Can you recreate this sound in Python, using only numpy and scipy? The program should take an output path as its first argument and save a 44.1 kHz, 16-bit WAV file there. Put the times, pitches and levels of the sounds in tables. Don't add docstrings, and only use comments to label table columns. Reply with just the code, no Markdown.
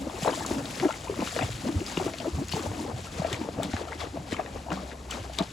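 import sys
import numpy as np
from scipy import signal
from scipy.fft import rfft, irfft, next_fast_len
from scipy.io import wavfile
from scipy.ndimage import map_coordinates

SR = 44100
rng = np.random.default_rng(int(sys.argv[2]) if len(sys.argv) > 2 else 0)


def waveform_to_disk(signal):
    frames = np.transpose(np.atleast_2d(signal))
    scaled = np.clip(frames, -1, 1) * 32767
    samples = np.round(scaled).astype(np.int16)
    wavfile.write(sys.argv[1], SR, samples)


N = 243431


def amp(db):
    return 10 ** (np.asarray(db) / 20)


def unit(x):
    return x / np.sqrt(np.mean(x ** 2) + 1e-20)


def along(points, hz):
    f, v = np.transpose(points)
    return np.interp(np.log(hz + 1), np.log(f + 1), v)


def curves(rows):
    s, *cols = np.transpose(rows)
    return [np.interp(np.arange(N) / SR, s, c) for c in cols]


def wobble(rate):
    knots = rng.standard_normal(int(N * rate / SR) + 4)
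    return map_coordinates(knots, [np.arange(N) * rate / SR])


def filtered(x, response):
    m = next_fast_len(N + SR // 2)
    return irfft(rfft(x, m) * response(np.fft.rfftfreq(m, 1 / SR)), m)[..., :N]


def add(track, s, sound):
    part = track[max(round(s * SR), 0):][:len(sound)]
    part += sound[:len(part)]


def band_noise(hz, octaves, size):
    f = np.fft.rfftfreq(size, 1 / SR) + 1
    bell = np.exp(-.5 * (np.log2(f / hz) / octaves) ** 2)
    return unit(irfft(rfft(rng.standard_normal(size)) * bell, size))


def grains(count, mid_hz, octaves, cycles, spread_db, size):
    place = rng.random(count)
    pitch_spread = rng.standard_normal(count)
    strength = np.minimum(rng.exponential(size=count), 4.5)
    hz = np.clip(mid_hz * 2 ** (octaves * pitch_spread), 100, SR / 3)[:, None]
    turns = hz * np.arange(size) / SR
    wave = np.sin(2 * np.pi * turns * (1 + 0.06654 * turns / cycles))
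    wave *= turns * np.exp(-2.5 * turns / cycles)
    wave *= np.hanning(2 * size)[size:]
    wave *= amp(spread_db * strength)[:, None] * np.sqrt(hz)
    at = (place * N).astype(int)[:, None] + np.arange(size)
    return unit(np.bincount(at.ravel(), wave.ravel(), N + size)[:N])


def spread(pair, spectrum):
    # frequency_hz, correlation (1 = the same)
    likeness = [(100, 1), (300, 0.9733), (700, 0.7512), (1400, 0.2795), (3000, 0.9112), (5500, 0.8821),
                (9000, 0.84)]

    def response(hz):
        turn = np.arccos(np.clip(along(likeness, hz), -1, 1)) / 2
        return amp(along(spectrum, hz)) * [np.cos(turn), np.sin(turn)]

    mid, side = filtered(pair, response)
    return unit(np.array([mid + side, mid - side]))


def swell(s, db, rise_s, fall_s):
    t = np.arange(N) / SR - s
    return amp(db - 10 * np.where(t < 0, -t / abs(rise_s), t / abs(fall_s))) ** 2


def effort():
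    # time_s, gurgle_db, slosh_db
    churn = [(0, -51.5, -50.5), (1.38, -46, -50), (1.44, -45, -44), (1.58, -54, -50), (1.74, -49.5, -37),
             (1.94, -60.5, -47.5), (3.18, -51, -56.5), (3.28, -40, -46), (3.45, -49, -53.5),
             (3.7, -54, -57), (3.78, -40, -48), (3.95, -47.5, -54), (4.12, -59.5, -61.5), (4.38, -45, -56),
             (4.45, -47, -52.5), (4.55, -51.5, -52.5), (5.46, -54, -57), (5.52, -52, -54)]
    # (each per 10 dB, sign ignored)
    heaves = [(0.0, -49.5, -33.5, .1, 0.0616), (0.18, -40.5, -61.5, 0.527, -0.0275),
              (0.28, -25, -31.5, 0.0101, 0.03), (0.49, -38.5, -47.5, 0.1493, 0.1754),
              (0.58, -45.5, -37.5, 0.3575, 0.1253), (0.859, -36.5, -36.5, 0.1344, 0.0137),
              (1.105, -41.5, -48.5, 0.1658, 0.1424), (1.229, -33, -31.5, 0.0487, 0.0029),
              (1.425, -29.5, -34.5, 0.0398, 0.0153), (1.689, -39, -35, 0.08, 0.04),
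              (1.89, -44.5, -48.5, 0.2087, 0.2185), (2.005, -32.5, -38, -0.0019, 0.0333),
              (2.078, -40.5, -38, 0.0883, 0.0423), (2.27, -37, -38.5, 0.0665, .04),
              (2.432, -40, -33.5, 0.1069, 0.0143), (2.54, -39.5, -40.5, 0.0148, 0.3741),
              (2.801, -48.5, -38.5, -0.1036, 0.1231), (2.885, -38, -43.5, 0.0157, 0.0791),
              (3.2, -40.5, -43, 0.0928, 0.0632), (3.252, -33.5, -52.5, 0.0109, -0.0064),
              (3.43, -45, -35.5, 0.0326, 0.0741), (3.335, -40, -41, 0.03, 0.03),
              (3.49, -42.5, -54.5, 0.1905, 0.0054), (3.602, -38, -33.5, 0.0451, 0.0972),
              (4.071, -38, -45.5, 0.14, 0.0187), (4.17, -43, -40.5, 0.0695, 0.0807),
              (4.33, -40, -43, 0.0479, 0.1045), (4.398, -36, -52.5, 0.0218, 0.0164),
              (4.567, -40, -44, 0.0622, 0.0164), (4.724, -38.5, -37, 0.0428, 0.058),
              (4.77, -42.5, -46, 0.0296, 0.2541), (5.145, -39, -42.5, 0.0514, 0.1276),
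              (5.408, -31, -35, 0.016, 0.016)]
    # time_s, level_db
    patter = [(0, -54), (1.2, -54.5), (2.4, -49), (2.9, -53.5), (3.9, -50.5), (4.1, -53), (4.4, -48.5),
              (4.52, -56), (5.36, -53.5), (5.42, -47.5), (5.52, -49)]
    # (each per 10 dB, sign ignored)
    splashes = [(0.2, -54.5, 1.0972, 0.3772), (0.23, -41.5, 0.0589, .5), (0.46, -44.5, 0.35, 0.0594),
                (0.78, -44, .5, 0.5564), (1.291, -40, 0.1194, 0.205), (1.43, -42, 0.2037, -0.2281),
                (1.611, -44.5, 0.0286, 0.2131), (1.89, -42.5, 0.0938, 0.1961), (1.95, -43.5, 0.0604, 0.05),
                (2.0, -43, 0.0897, 0.1069), (2.2, -47.5, -0.1419, 0.1139), (2.518, -38, -0.0079, 0.0942),
                (2.58, -46, 0.0615, 0.3), (3.0, -51, 0.4942, -0.1618), (3.14, -44, 0.1626, 0.3507),
                (3.332, -38, 0.0349, 0.0463), (3.634, -38, 0.008, 0.03), (3.736, -41, 0.0329, 0.1373),
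                (4.007, -38, 0.0143, 0.0474), (4.334, -37, 0.0303, 0.0167), (4.55, -49, 0.0832, 0.113),
                (4.72, -43, 0.0024, 0.0986), (4.93, -46, 0.102, 0.0064), (5.114, -40, -0.0115, 0.1239),
                (5.338, -44, 0.02, 0.07), (5.39, -34.5, 0.0064, 0.0002)]
    gurgle_db, slosh_db = curves(churn)
    gurgle = amp(gurgle_db) ** 2 + sum(swell(s, db, rise, fall) for s, db, _, rise, fall in heaves)
    slosh = amp(slosh_db) ** 2 + sum(swell(s, db, rise, fall) for s, _, db, rise, fall in heaves)
    spray = amp(curves(patter)[0]) ** 2 + sum(swell(*row) for row in splashes)
    return np.sqrt([gurgle, slosh, spray])


def water():
    # frequency_hz, relative_level_db
    gurgle_colour = [(200, -13), (330, -3), (500, -1), (800, -3.5), (1200, -9), (1800, -16), (2800, -15),
                     (4500, -49.5)]
    slosh_colour = [(70, -29.5), (130, -5), (200, -0.5), (290, 3), (400, -9.5), (600, -48.5)]
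    spray_colour = [(500, -55.5), (1200, -4), (2000, -4.5), (4000, -4), (5800, -5), (7200, -3),
                    (9000, -4.5), (12000, -14.5), (16000, -24)]
    current_colour = [(150, -18.5), (400, -4), (900, -6), (1600, -21), (3000, -17.5), (8000, -13.5),
                      (12000, -23), (16000, -43.5)]
    drip_colour = [(500, -15.0), (1200, 1.5), (4000, -1.5), (8000, -13.5)]
    # time_s, extra_db
    fine_spray = [(0, 2.5), (1, 1.5), (2, 0), (2.8, 2), (3.3, -5), (4.4, -6), (5.52, -3)]
    gurgle_gain, slosh_gain, spray_gain = effort()

    bubbles = [grains(count=5500, mid_hz=750, octaves=1.1, cycles=4, spread_db=1.7, size=700)
               for _ in "ab"]
    gurgle = spread(np.array(bubbles) + 0.5 * rng.standard_normal((2, N)), gurgle_colour)
    slosh = spread(rng.standard_normal((2, N)), slosh_colour)

    drops = [grains(count=9000, mid_hz=3300, octaves=1.05, cycles=2.5, spread_db=2.3, size=140)
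             for _ in "ab"]
    spray = spread(0.75 * np.array(drops) + rng.standard_normal((2, N)), spray_colour)
    treble = filtered(spray, lambda hz: 1 / (1 + (6000 / (hz + 1)) ** 4))
    spray = spray + (amp(curves(fine_spray)[0]) - 1) * treble

    surge = wobble(35)
    low = amp(2.031 * surge) * (gurgle_gain * gurgle + slosh_gain * slosh)
    flicker_db = 0.729 * surge + 1.3846 * wobble(60) + 0.9924 * wobble(16)
    high = spray_gain * amp(flicker_db) * spray

    drips = [grains(count=4000, mid_hz=1800, octaves=.75, cycles=6, spread_db=1.8, size=700)
             for _ in "ab"]
    high += 0.4 * spray_gain * spread(np.array(drips), drip_colour)
    current = amp(-54.0) * spread(rng.standard_normal((2, N)), current_colour)
    return low + high + current


def valley():
    # time_s, pitch_hz, level_db (rms)
    engine = [(2.0, 93.09, -69.5), (2.6, 85.76, -45.5), (3.1, 81.1, -50.5), (3.6, 77.31, -46.5),
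              (4.0, 76.26, -43.5), (4.25, 72.67, -51), (4.5, 69.89, -46), (5.0, 66.63, -42.5),
              (5.3, 62.14, -43), (5.52, 60.17, -44)]
    # frequency_hz, relative_level_db
    rumble_colour = [(15, -39), (30, -15), (55, -0.5), (95, -0.5), (140, -5.5), (230, -10.5), (400, -61.5)]
    hz, db = curves(engine)
    wavering_hz = hz * (1 + 0.02453 * wobble(10))
    tone = np.sqrt(2) * np.sin(2 * np.pi * np.cumsum(wavering_hz) / SR)
    gusts_db = 1.6 * wobble(6)
    drone = amp(db + 1.935 * wobble(4.6984)) * tone
    rumble = amp(-46.5 + gusts_db) * spread(rng.standard_normal((2, N)), rumble_colour)
    return drone + rumble


def pockets():
    # loudest_s, pitch_hz (mid-slide), level_db (peak of the tone),
    # cycles (twice the fall to half strength), glide_octaves (whole slide)
    air_pockets = [(0.006, 274.7, -33, 7.054, 0.1474), (0.037, 286.6, -34, 12.508, 0.3895),
                   (0.073, 268.7, -25.5, 3.2, -0.3978), (0.073, 532.1, -28.5, 4.5, 0.1264),
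                   (0.099, 922.8, -30.5, 3.1, -0.4615), (0.147, 353.4, -32, 5, 0.297),
                   (0.224, 645.3, -28, 3.73, 0.777), (0.232, 163.2, -24.5, 1.6674, -0.262),
                   (0.249, 927.6, -18.5, 1.619, 0.213), (0.255, 470.2, -22, 2.52, -0.278),
                   (0.261, 703.3, -19.5, 5.2, 0.58), (0.277, 559.5, -19, 3.8, -0.8948),
                   (0.279, 905.3, -22.5, 5.28, 0.13), (0.286, 576.5, -18.5, 3.5, 0.0102),
                   (0.296, 598.6, -25.5, 2.62, -0.093), (0.323, 371.1, -26, 3.1, -1.1398),
                   (0.331, 902, -29.5, 3.8, 0.299), (0.339, 964.6, -26, 3.278, 0.14),
                   (0.377, 646, -28.5, 2.514, 0.154), (0.409, 797.4, -28, 5.1, 0.498),
                   (0.451, 1172, -28, 5.959, -0.6918), (0.463, 429, -34.5, 1.453, -0.16),
                   (0.51, 840.8, -27, 2.58, 0.0174), (0.511, 603.2, -25.5, 4, -0.0186),
                   (0.514, 310.9, -17, 1.9097, 0.35), (0.569, 274.5, -25.5, 3.159, -0.0936),
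                   (0.78, 257.9, -33, 2.5, -0.0071), (0.804, 449.5, -28.5, 2.024, -0.241),
                   (0.818, 248.3, -28, 3.176, 0.519), (0.8275, 987.3, -25, 1.92, -0.368),
                   (0.835, 770.3, -23.5, 8.847, -0.02), (0.836, 355.7, -20.5, 9.306, 0.1147),
                   (0.856, 320.6, -13, 3.07, 0.0814), (0.858, 646.8, -26, 3, -0.1364),
                   (0.867, 311, -15.5, 2.675, -0.06), (0.884, 1420, -35.5, 2.32, -0.129),
                   (0.89, 1057, -29, 5.4, 0.938), (0.892, 582.9, -24.5, 3.932, 0.2665),
                   (0.902, 893.1, -26, 4.5, -0.14), (0.909, 1295, -23, 2.567, 0.321),
                   (1.075, 948.1, -35, 13, 0.3863), (1.099, 419.5, -18.5, 2.283, -0.2843),
                   (1.108, 400, -25, 3.5, 0.0437), (1.127, 382, -30.5, 5.779, -0.0477),
                   (1.142, 1063, -27.5, 1.795, 0.121), (1.194, 297.1, -25, 2.552, 0.1565),
                   (1.206, 2500, -33, 11.226, 0.5986), (1.218, 897.8, -27, 2.0656, -0.0166),
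                   (1.2235, 825.4, -21, 1.801, 0.1635), (1.229, 261.3, -19.5, 2.6, -0.7558),
                   (1.275, 1328, -24.5, 2.121, 0.152), (1.3285, 683.7, -33, 3.306, 0.136),
                   (1.366, 561.1, -21.5, 4.5, -0.5192), (1.391, 1380, -18, 1.7098, 0.263),
                   (1.395, 730.3, -24.5, 5.377, 0.1328), (1.422, 267.4, -29.5, 3.833, 0.3972),
                   (1.42, 768.3, -24, 3.159, 0.017), (1.428, 700.7, -24, 5.294, -0.7145),
                   (1.442, 114.4, -23, 2.431, -1.087), (1.493, 520.3, -27.5, 1.4714, -0.046),
                   (1.656, 572.5, -30, 8.01, 0.0882), (1.671, 214.9, -23, 4.181, 0.6565),
                   (1.695, 312.4, -23.5, 5.058, 0.0947), (1.724, 280.5, -32.5, 6.625, -0.46),
                   (1.749, 282.7, -27.5, 4.1, 0.1846), (1.768, 88.36, -19, 2.336, 0.067),
                   (1.816, 320, -26, 5.11, 0.662), (1.9731, 980.4, -23.5, 2.022, -0.451),
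                   (1.977, 350.3, -16, 1.6682, -0.188), (1.9985, 1109, -29.5, 2.09, -0.66),
                   (2.001, 756.2, -23.5, 5.467, -0.0035), (2.013, 381.7, -24, 6.399, -0.0343),
                   (2.029, 1079, -35.5, 3.5, 0.218), (2.066, 390.1, -18, 1.6788, -0.3907),
                   (2.082, 711.9, -27, 2.74, 0.04), (2.141, 641.9, -31, 3.097, 0.065),
                   (2.2045, 653.3, -31, 4.5, -0.0495), (2.246, 1020, -28, 1.506, -0.271),
                   (2.252, 608.4, -28, 4, 0.05), (2.26, 563.1, -24, 5.4, 0.3554),
                   (2.272, 404.6, -23, 2.443, -0.2426), (2.281, 326.9, -20, 3.08, 0.141),
                   (2.347, 75.31, -25, 3.614, 0.3266), (2.3866, 777.4, -32.5, 5, -0.1743),
                   (2.42, 290.7, -23.5, 4.4, 0.6468), (2.537, 769.5, -22.5, 1.578, 0.086),
                   (2.544, 174.2, -20.5, 1.4544, -0.5423), (2.568, 816.7, -26.5, 3.7, -0.0513),
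                   (2.573, 434.4, -29, 11.967, 0.094), (2.595, 1133, -32.5, 5, 0.116),
                   (2.603, 332.9, -29.5, 8.707, -0.797), (2.662, 529.3, -27.5, 4.1, 0.2364),
                   (2.665, 854.2, -27, 4.29, -0.063), (2.716, 435.1, -27.5, 1.714, -0.042),
                   (2.794, 912, -36.5, 7.065, 0.1424), (2.799, 248.8, -28.5, 2.388, -0.064),
                   (2.813, 333.4, -31, 2.578, 0.0737), (2.852, 448.7, -28.5, 2.026, 0.035),
                   (2.866, 794.7, -32.5, 7.9, 0.089), (2.881, 497.3, -31, 2.764, -0.0994),
                   (2.897, 894.1, -36, 7.2, -0.1694), (2.898, 445.5, -33.5, 4, -0.0062),
                   (2.917, 746.3, -35.5, 6.916, -0.093), (3.0712, 1314, -37, 5, 0.0886),
                   (3.201, 168.7, -20, 1.8082, -0.256), (3.182, 482.3, -33, 6.24, -0.304),
                   (3.2213, 650, -22.5, 2.4, -0.5), (3.2495, 622.2, -19.5, 4.2, 0.2865),
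                   (3.284, 1112, -36, 4.38, 0.2827), (3.2875, 651, -30.5, 1.562, -0.096),
                   (3.32, 387.2, -27.5, 4.0, -0.0717), (3.341, 1119, -38, 4, -0.0052),
                   (3.395, 329, -35.5, 7.156, 0.5577), (3.416, 269.3, -22, 2.61, -0.087),
                   (3.417, 903.9, -34.5, 5.506, 0.0064), (3.438, 891.9, -35.5, 4.02, -0.043),
                   (3.448, 434.7, -29.5, 1.705, 0.038), (3.4566, 866.6, -34, 4, -0.266),
                   (3.489, 553, -23, 1.4773, 0.183), (3.588, 515.1, -26.5, 3.8, -0.126),
                   (3.601, 614.1, -25.5, 5.75, 0.537), (3.619, 284.7, -30.5, 4.1, 0.24),
                   (3.625, 1256, -31, 4, 0.0077), (3.642, 432.7, -27.5, 1.287, 0.1685),
                   (3.651, 211.6, -25, 2.682, -0.597), (3.698, 253.3, -32, 5.5, 0.65),
                   (3.739, 745.6, -26, 4.8, 0.271), (3.741, 256.4, -19.5, 1.693, -0.366),
                   (3.811, 640.9, -31, 2.524, -0.186), (3.813, 432.5, -27, 1.5545, 0.0036),
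                   (3.84, 329, -35, 2.5, -0.0725), (3.876, 682.9, -33.5, 4, 0.202),
                   (3.886, 1280, -33.5, 4, 0.0079), (3.92, 1925, -33, 5.98, -0.0028),
                   (3.9235, 870.6, -31, 4, -0.0676), (3.925, 1493, -34, 7.753, 0.358),
                   (3.931, 2102, -30, 5.207, -0.0596), (3.957, 298.4, -33, 2.0246, -0.069),
                   (4.017, 1158, -33.5, 7.076, -0.0964), (4.015, 618.9, -33.5, 3.085, -0.031),
                   (4.064, 1184, -39, 5.67, 0.016), (4.071, 330.6, -32.5, 2.023, 0.02),
                   (4.15, 308.3, -31, 5.874, -0.4205), (4.158, 485.5, -28, 1.616, -0.082),
                   (4.173, 661.3, -26.5, 3.9966, -0.315), (4.176, 241.7, -31.5, 2.014, -0.3216),
                   (4.212, 168.8, -33, 2.459, 0.312), (4.245, 288.7, -37, 4, 0.1226),
                   (4.325, 541.9, -24, 1.8237, 0.114), (4.329, 280.8, -21, 1.7844, -0.219),
                   (4.346, 1137, -30, 3.35, 0.0575), (4.397, 717.2, -21.5, 6.404, 0.2202),
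                   (4.561, 421.7, -28, 1.765, -0.066), (4.668, 648.8, -33.5, 5, 0.321),
                   (4.686, 776, -29, 2.911, 0.399), (4.7046, 602.2, -27.5, 1.2777, 0.0018),
                   (4.718, 1491, -25.5, 4.64, -0.2007), (4.719, 609, -23, 1.861, -0.089),
                   (4.73, 171.1, -26, 3.8, 0.228), (4.742, 1449, -36.5, 5.758, 0.0234),
                   (4.777, 1142, -35.5, 8.275, 0.086), (4.792, 1194, -35, 5.24, -0.029),
                   (5.147, 909.6, -30.5, 2.543, -0.038), (5.157, 1250, -38, 12, -0.11),
                   (5.2996, 646.7, -31.5, 2.938, -0.05), (5.396, 1198, -30, 11.43, -0.23),
                   (5.4, 632.7, -27.5, 9.07, 0.0746), (5.411, 731.7, -27, 6.077, 0.315),
                   (5.413, 188.5, -17.5, 2.73, -0.1521), (5.389, 900, -28, 1.6, 0),
                   (5.427, 617.4, -31, 1.361, 0.315)]
    out = np.zeros(N)
    for s, hz, db, cycles, glide in air_pockets:
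        half = cycles / hz / 2
        t = np.arange(-2 * half, 4 * half, 1 / SR)
        rise = .5 ** ((t / (0.6204 * half)) ** 2)
        fall = .5 ** ((np.abs(t) / half) ** 1.3613)
        shape = np.where(t < 0, rise, fall)
        pitch = hz * 2 ** (glide * np.tanh(t / (0.991 * half)) / 2)
        tone = np.sin(2 * np.pi * (np.cumsum(pitch) / SR + rng.random()))
        torn = .12 * band_noise(1.3 * hz, octaves=.8, size=2 * len(t))[:len(t)]
        add(out, s + t[0], amp(db) * shape * (tone + torn))
    return out


def banks(x):
    # frequency_hz, t60_s
    echo_decay = [(200, 0.02776), (1500, 0.1318), (8000, 0.0126)]
    hz, t, z = signal.stft(rng.standard_normal((2, SR // 4)), SR, nperseg=256)
    fade = amp(-60 * t / along(echo_decay, hz)[:, None])
    tail = signal.istft(z * fade, SR, nperseg=256)[1]
    high = filtered(x, lambda f: 1 / (1 + (350 / (f + 1)) ** 2))
    delayed = np.pad(high, (100, 0))[None]
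    return signal.fftconvolve(delayed, tail / np.linalg.norm(tail[0]), axes=1)[:, :N]


def droplets():
    # time_s (a quarter of width_ms after the peak), pitch_hz (at the peak), level_db (peak),
    # width_ms (twice the fall to half strength)
    pings = [(0.0987, 3391, -38, 1.8), (0.1598, 2577, -36.5, 1.8), (0.2295, 2177, -35.5, 3.16),
             (0.2458, 6592, -37.5, 1.8), (0.2464, 7521, -31, 1.75), (0.2753, 1462, -31, 5.36),
             (0.2827, 3911, -29.5, 2.292), (0.293, 1633, -25.5, 1.6774), (0.3106, 4791, -31, 2.26),
             (0.3118, 3660, -36, 1.846), (0.3303, 3021, -32, 4.072), (0.3492, 7695, -35.5, 1.83),
             (0.3549, 7117, -33.5, 1.747), (0.36, 3764, -34.5, 1.904), (0.4118, 7452, -32.5, 2.1),
             (0.4268, 1671, -35, 2.9), (0.439, 3564, -38.5, 1.8), (0.4616, 2285, -44.5, 1.87),
             (0.4624, 8043, -36.5, 2.04), (0.4633, 5106, -32.5, 1.997), (0.4649, 4309, -34.5, 1.7),
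             (0.4779, 2719, -39, 1.8), (0.6563, 4438, -34.5, 1.971), (0.7564, 5084, -29, 1.187),
             (0.8003, 4587, -32.5, 1.961), (0.8012, 3181, -29, 1.8), (0.884, 2762, -37, 1.8),
             (0.8849, 1373, -31, 1.825), (0.9074, 2672, -32, 1.8), (0.9106, 3803, -40, 2.735),
             (0.9259, 7350, -33.5, 1.8), (0.9273, 2952, -34, 1.8), (0.9418, 2073, -30.5, 1.5247),
             (1.084, 2505, -34, 1.8), (1.2038, 2017, -37.5, 1.87), (1.2749, 2826, -28, 1.8),
             (1.2874, 3682, -36.5, 1.8), (1.2916, 6903, -41.5, 1.87), (1.3115, 4977, -37.5, 3.39),
             (1.3236, 7207, -30.5, 2.04), (1.332, 4954, -35.5, 1.858), (1.3835, 4903, -33, 1.732),
             (1.391, 2780, -30, 1.8), (1.3945, 3745, -34.5, 1.8), (1.412, 2442, -23, 1.8),
             (1.425, 2027, -25.5, 1.997), (1.4247, 3396, -30.5, 3.09), (1.434, 7090, -33, 1.864),
             (1.4343, 2749, -28, 1.8), (1.4632, 3491, -38, 1.8), (1.8064, 2682, -37.5, 1.701),
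             (1.8648, 3531, -37.5, 1.8), (1.8729, 4930, -30, 1.541), (1.9506, 2598, -42, 3.38),
             (1.9718, 2745, -23.5, 1.8), (2.0812, 1431, -33, 1.929), (2.2025, 4849, -36.5, 2.064),
             (2.217, 3060, -37, 1.8), (2.4984, 5048, -31, 1.666), (2.5202, 6154, -37.5, 1.792),
             (2.5249, 2923, -24.5, 1.8), (2.5367, 4524, -28.5, 1.857), (2.5752, 7094, -36, 1.641),
             (2.5777, 1438, -38, 3.255), (2.6011, 2488, -37, 1.8), (2.6038, 1434, -35, 1.951),
             (2.7478, 2489, -37, 1.8), (3.2466, 2612, -33.5, 1.75), (3.271, 2793, -36, 1.8),
             (3.3288, 1879, -28, 2.044), (3.33, 7313, -37, 1.93), (3.3457, 2318, -28, 2.5),
             (3.6325, 7483, -30.5, 1.46), (3.6418, 1381, -33.5, 1.914), (3.6422, 2285, -39.5, 5.41),
             (3.737, 3938, -40, 1.8), (4.0052, 1943, -39.5, 2.5), (4.0119, 3446, -39.5, 1.8),
             (4.0193, 3466, -36.5, 2.226), (4.3233, 3909, -30.5, 1.943), (4.3413, 2323, -32, 2.11),
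             (4.3421, 3017, -35.5, 4.478), (5.1031, 2274, -39.5, 1.65), (5.1103, 6960, -35.5, 1.818),
             (5.1102, 7763, -34.5, 2.2), (5.101, 1051, -33.5, 2.865), (5.1245, 1299, -29, 1.928),
             (5.1286, 2536, -30.5, 1.716), (5.1369, 2355, -36.5, 3.72), (5.1387, 1466, -37, 2.54),
             (5.1418, 3587, -36, 1.8), (5.388, 4986, -31.5, 1.736), (5.3877, 6912, -35.5, 2.117),
             (5.3883, 2251, -27, 1.8), (5.3966, 3890, -25.5, 1.901)]
    climb_octaves = 0.08394
    out = np.zeros(N)
    for s, hz, db, ms in pings:
        half = abs(ms) / 2000
        t = np.arange(-half, 5 * half, 1 / SR)
        rise = .5 ** ((t / (0.5008 * half)) ** 2)
        fall = .5 ** ((np.abs(t) / half) ** 0.8043)
        shape = np.where(t < 0, rise, fall)
        pitch = hz * 2 ** (climb_octaves * np.tanh(t / half) / 2)
        tone = np.sin(2 * np.pi * (np.cumsum(pitch) / SR + rng.random()))
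        add(out, s + t[0] - half / 2, amp(db) * shape * tone)
    return out


def slaps():
    # start_s, level_db (scales the mix below), ring_hz, puff_t60_s
    surface_hits = [(0.2101, -36, 2218, 0.0134), (0.2325, -26, 3046, 0.01), (0.2772, -23.5, 1516, 0.0176),
                    (0.402, -30, 1597, 0.01422), (0.4624, -20.5, 6864, 0.017), (0.6557, -27, 3714, 0.0155),
                    (0.756, -36.5, 5102, 0.01358), (0.7992, -19, 2029, 0.032), (0.847, -26.5, 1580, 0.0144),
                    (0.906, -26, 1496, 0.01217), (0.9254, -32.5, 2231, 0.01151),
                    (1.254, -34, 7228, 0.01965), (1.3634, -24, 2262, 0.01464), (1.3895, -21, 1591, 0.01275),
                    (1.41, -22.5, 2061, 0.0272), (1.805, -36, 2617, 0.01452), (1.8639, -26, 4914, 0.0207),
                    (1.9722, -20.5, 2648, 0.01225), (2.136, -24.5, 2185, 0.0246),
                    (2.185, -29.5, 3532, 0.0163), (2.2004, -28.5, 2996, 0.0284),
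                    (2.484, -26.5, 6798, 0.0151), (2.4934, -27.5, 2747, 0.01558),
                    (2.524, -21, 4281, 0.01002), (2.632, -32.5, 4144, 0.01425), (3.244, -30, 1539, 0.0113),
                    (3.3136, -29, 1496, 0.0304), (3.3292, -22, 3051, 0.0153), (3.3285, -25, 7425, 0.01655),
                    (3.632, -25, 8080, 0.01052), (3.6322, -19.5, 3565, 0.0095), (3.734, -24, 1773, 0.01375),
                    (3.7663, -21.5, 1648, 0.01807), (4.0036, -31.5, 3449, 0.01183),
                    (4.3216, -23, 1817, 0.01235), (4.366, -25.5, 2162, 0.02767),
                    (4.3892, -30, 1782, 0.01462), (4.4614, -27.5, 1971, 0.01788),
                    (4.704, -28.5, 2870, 0.0095), (4.717, -20, 1488, 0.02465),
                    (4.9165, -30.5, 1760, 0.0132), (5.1089, -26, 7615, 0.01362),
                    (5.1111, -21.5, 3064, 0.01096), (5.3342, -34, 4498, 0.011162),
                    (5.3869, -16, 3794, 0.0113), (5.387, -25.5, 7553, 0.01216),
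                    (5.4238, -29, 3297, 0.01446)]
    out, t = np.zeros(N), np.arange(SR // 8) / SR
    rise = 1 - np.exp(-t / .0003)
    for s, db, hz, t60 in surface_hits:
        crack = .8 * amp(-60 * t / .005) * band_noise(min(hz, 6000), octaves=.9, size=len(t))
        ring = 0.8949 * amp(-60 * t / 0.008356) * np.sin(2 * np.pi * hz * t)
        puff_and_wash = 0.18965 * amp(-60 * t / t60) + 0.0674 * amp(-60 * t / 0.1155)
        puff = puff_and_wash * band_noise(hz, octaves=0.3711, size=len(t))
        add(out, s, amp(db) * rise * (crack + ring + puff))
    return out


def thuds():
    # start_s, level_db (peak of the envelope), pitch_hz
    bed_hits = [(0.614, -34, 125.1), (0.8, -33.5, 140.5), (1.498, -27.5, 114), (1.548, -33, 110.5),
                (1.969, -28.5, 165), (2.067, -30.5, 121.3), (2.377, -27, 134.2), (2.669, -27, 92.26),
                (2.7, -29.5, 98.78), (2.94, -30, 122), (3.328, -29.5, 118.6), (3.58, -29.5, 106.9),
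                (3.737, -26.5, 94.78), (4.185, -34, 138.2), (4.32, -33, 94.55), (4.552, -38, 78.5),
                (5.2, -29.5, 90.32)]
    t60_s, rise_s = 0.08132, 0.01133
    out, t = np.zeros(N), np.arange(SR // 4) / SR
    shape = amp(-60 * t / t60_s) * (1 - np.exp(-t / rise_s))
    for s, db, hz in bed_hits:
        add(out, s, amp(db) * shape / shape.max() * np.sin(2 * np.pi * hz * t))
    return out


def note():
    # time_s, pitch_hz, level_db (peak)
    sagging_note = [(4.71, 200.3, -71), (4.735, 198.3, -43), (4.8, 189.1, -35), (4.83, 186.7, -46),
                    (4.86, 176.7, -75)]
    hz, db = curves(sagging_note)
    return amp(db) * np.sin(2 * np.pi * np.cumsum(hz) / SR)


def scene():
    steps = pockets() + thuds() + slaps() + droplets() + note()
    echoes = amp(-11) * banks(steps)
    return steps + echoes + water() + valley()


def record(dry):
    # frequency_hz, left_louder_db
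    left_louder = [(60, 0.5), (110, -0.5), (200, -0.5), (380, 3), (700, 6), (1290, 6.5), (2380, 6),
                   (4400, 6), (8120, 0.5), (15000, -0.5)]
    # frequency_hz, left_lead_radians
    left_lead = [(20, 0), (430, .4), (1120, .2), (2670, .5), (3530, .1), (7500, -.1), (8700, -3.1),
                 (9600, -3.2), (10400, -6.1), (11600, -6.3), (12500, -9.3), (13800, -9.5), (14500, -12.6)]
    top_hz = 15800
    side = np.array([[.5], [-.5]])

    def left_and_right(hz):
        level = amp(side * along(left_louder, hz))
        phase = np.exp(1j * side * along(left_lead, hz))
        return level * phase * (hz < top_hz)

    return filtered(dry, left_and_right)


dry = scene()
out = record(dry)
waveform_to_disk(out)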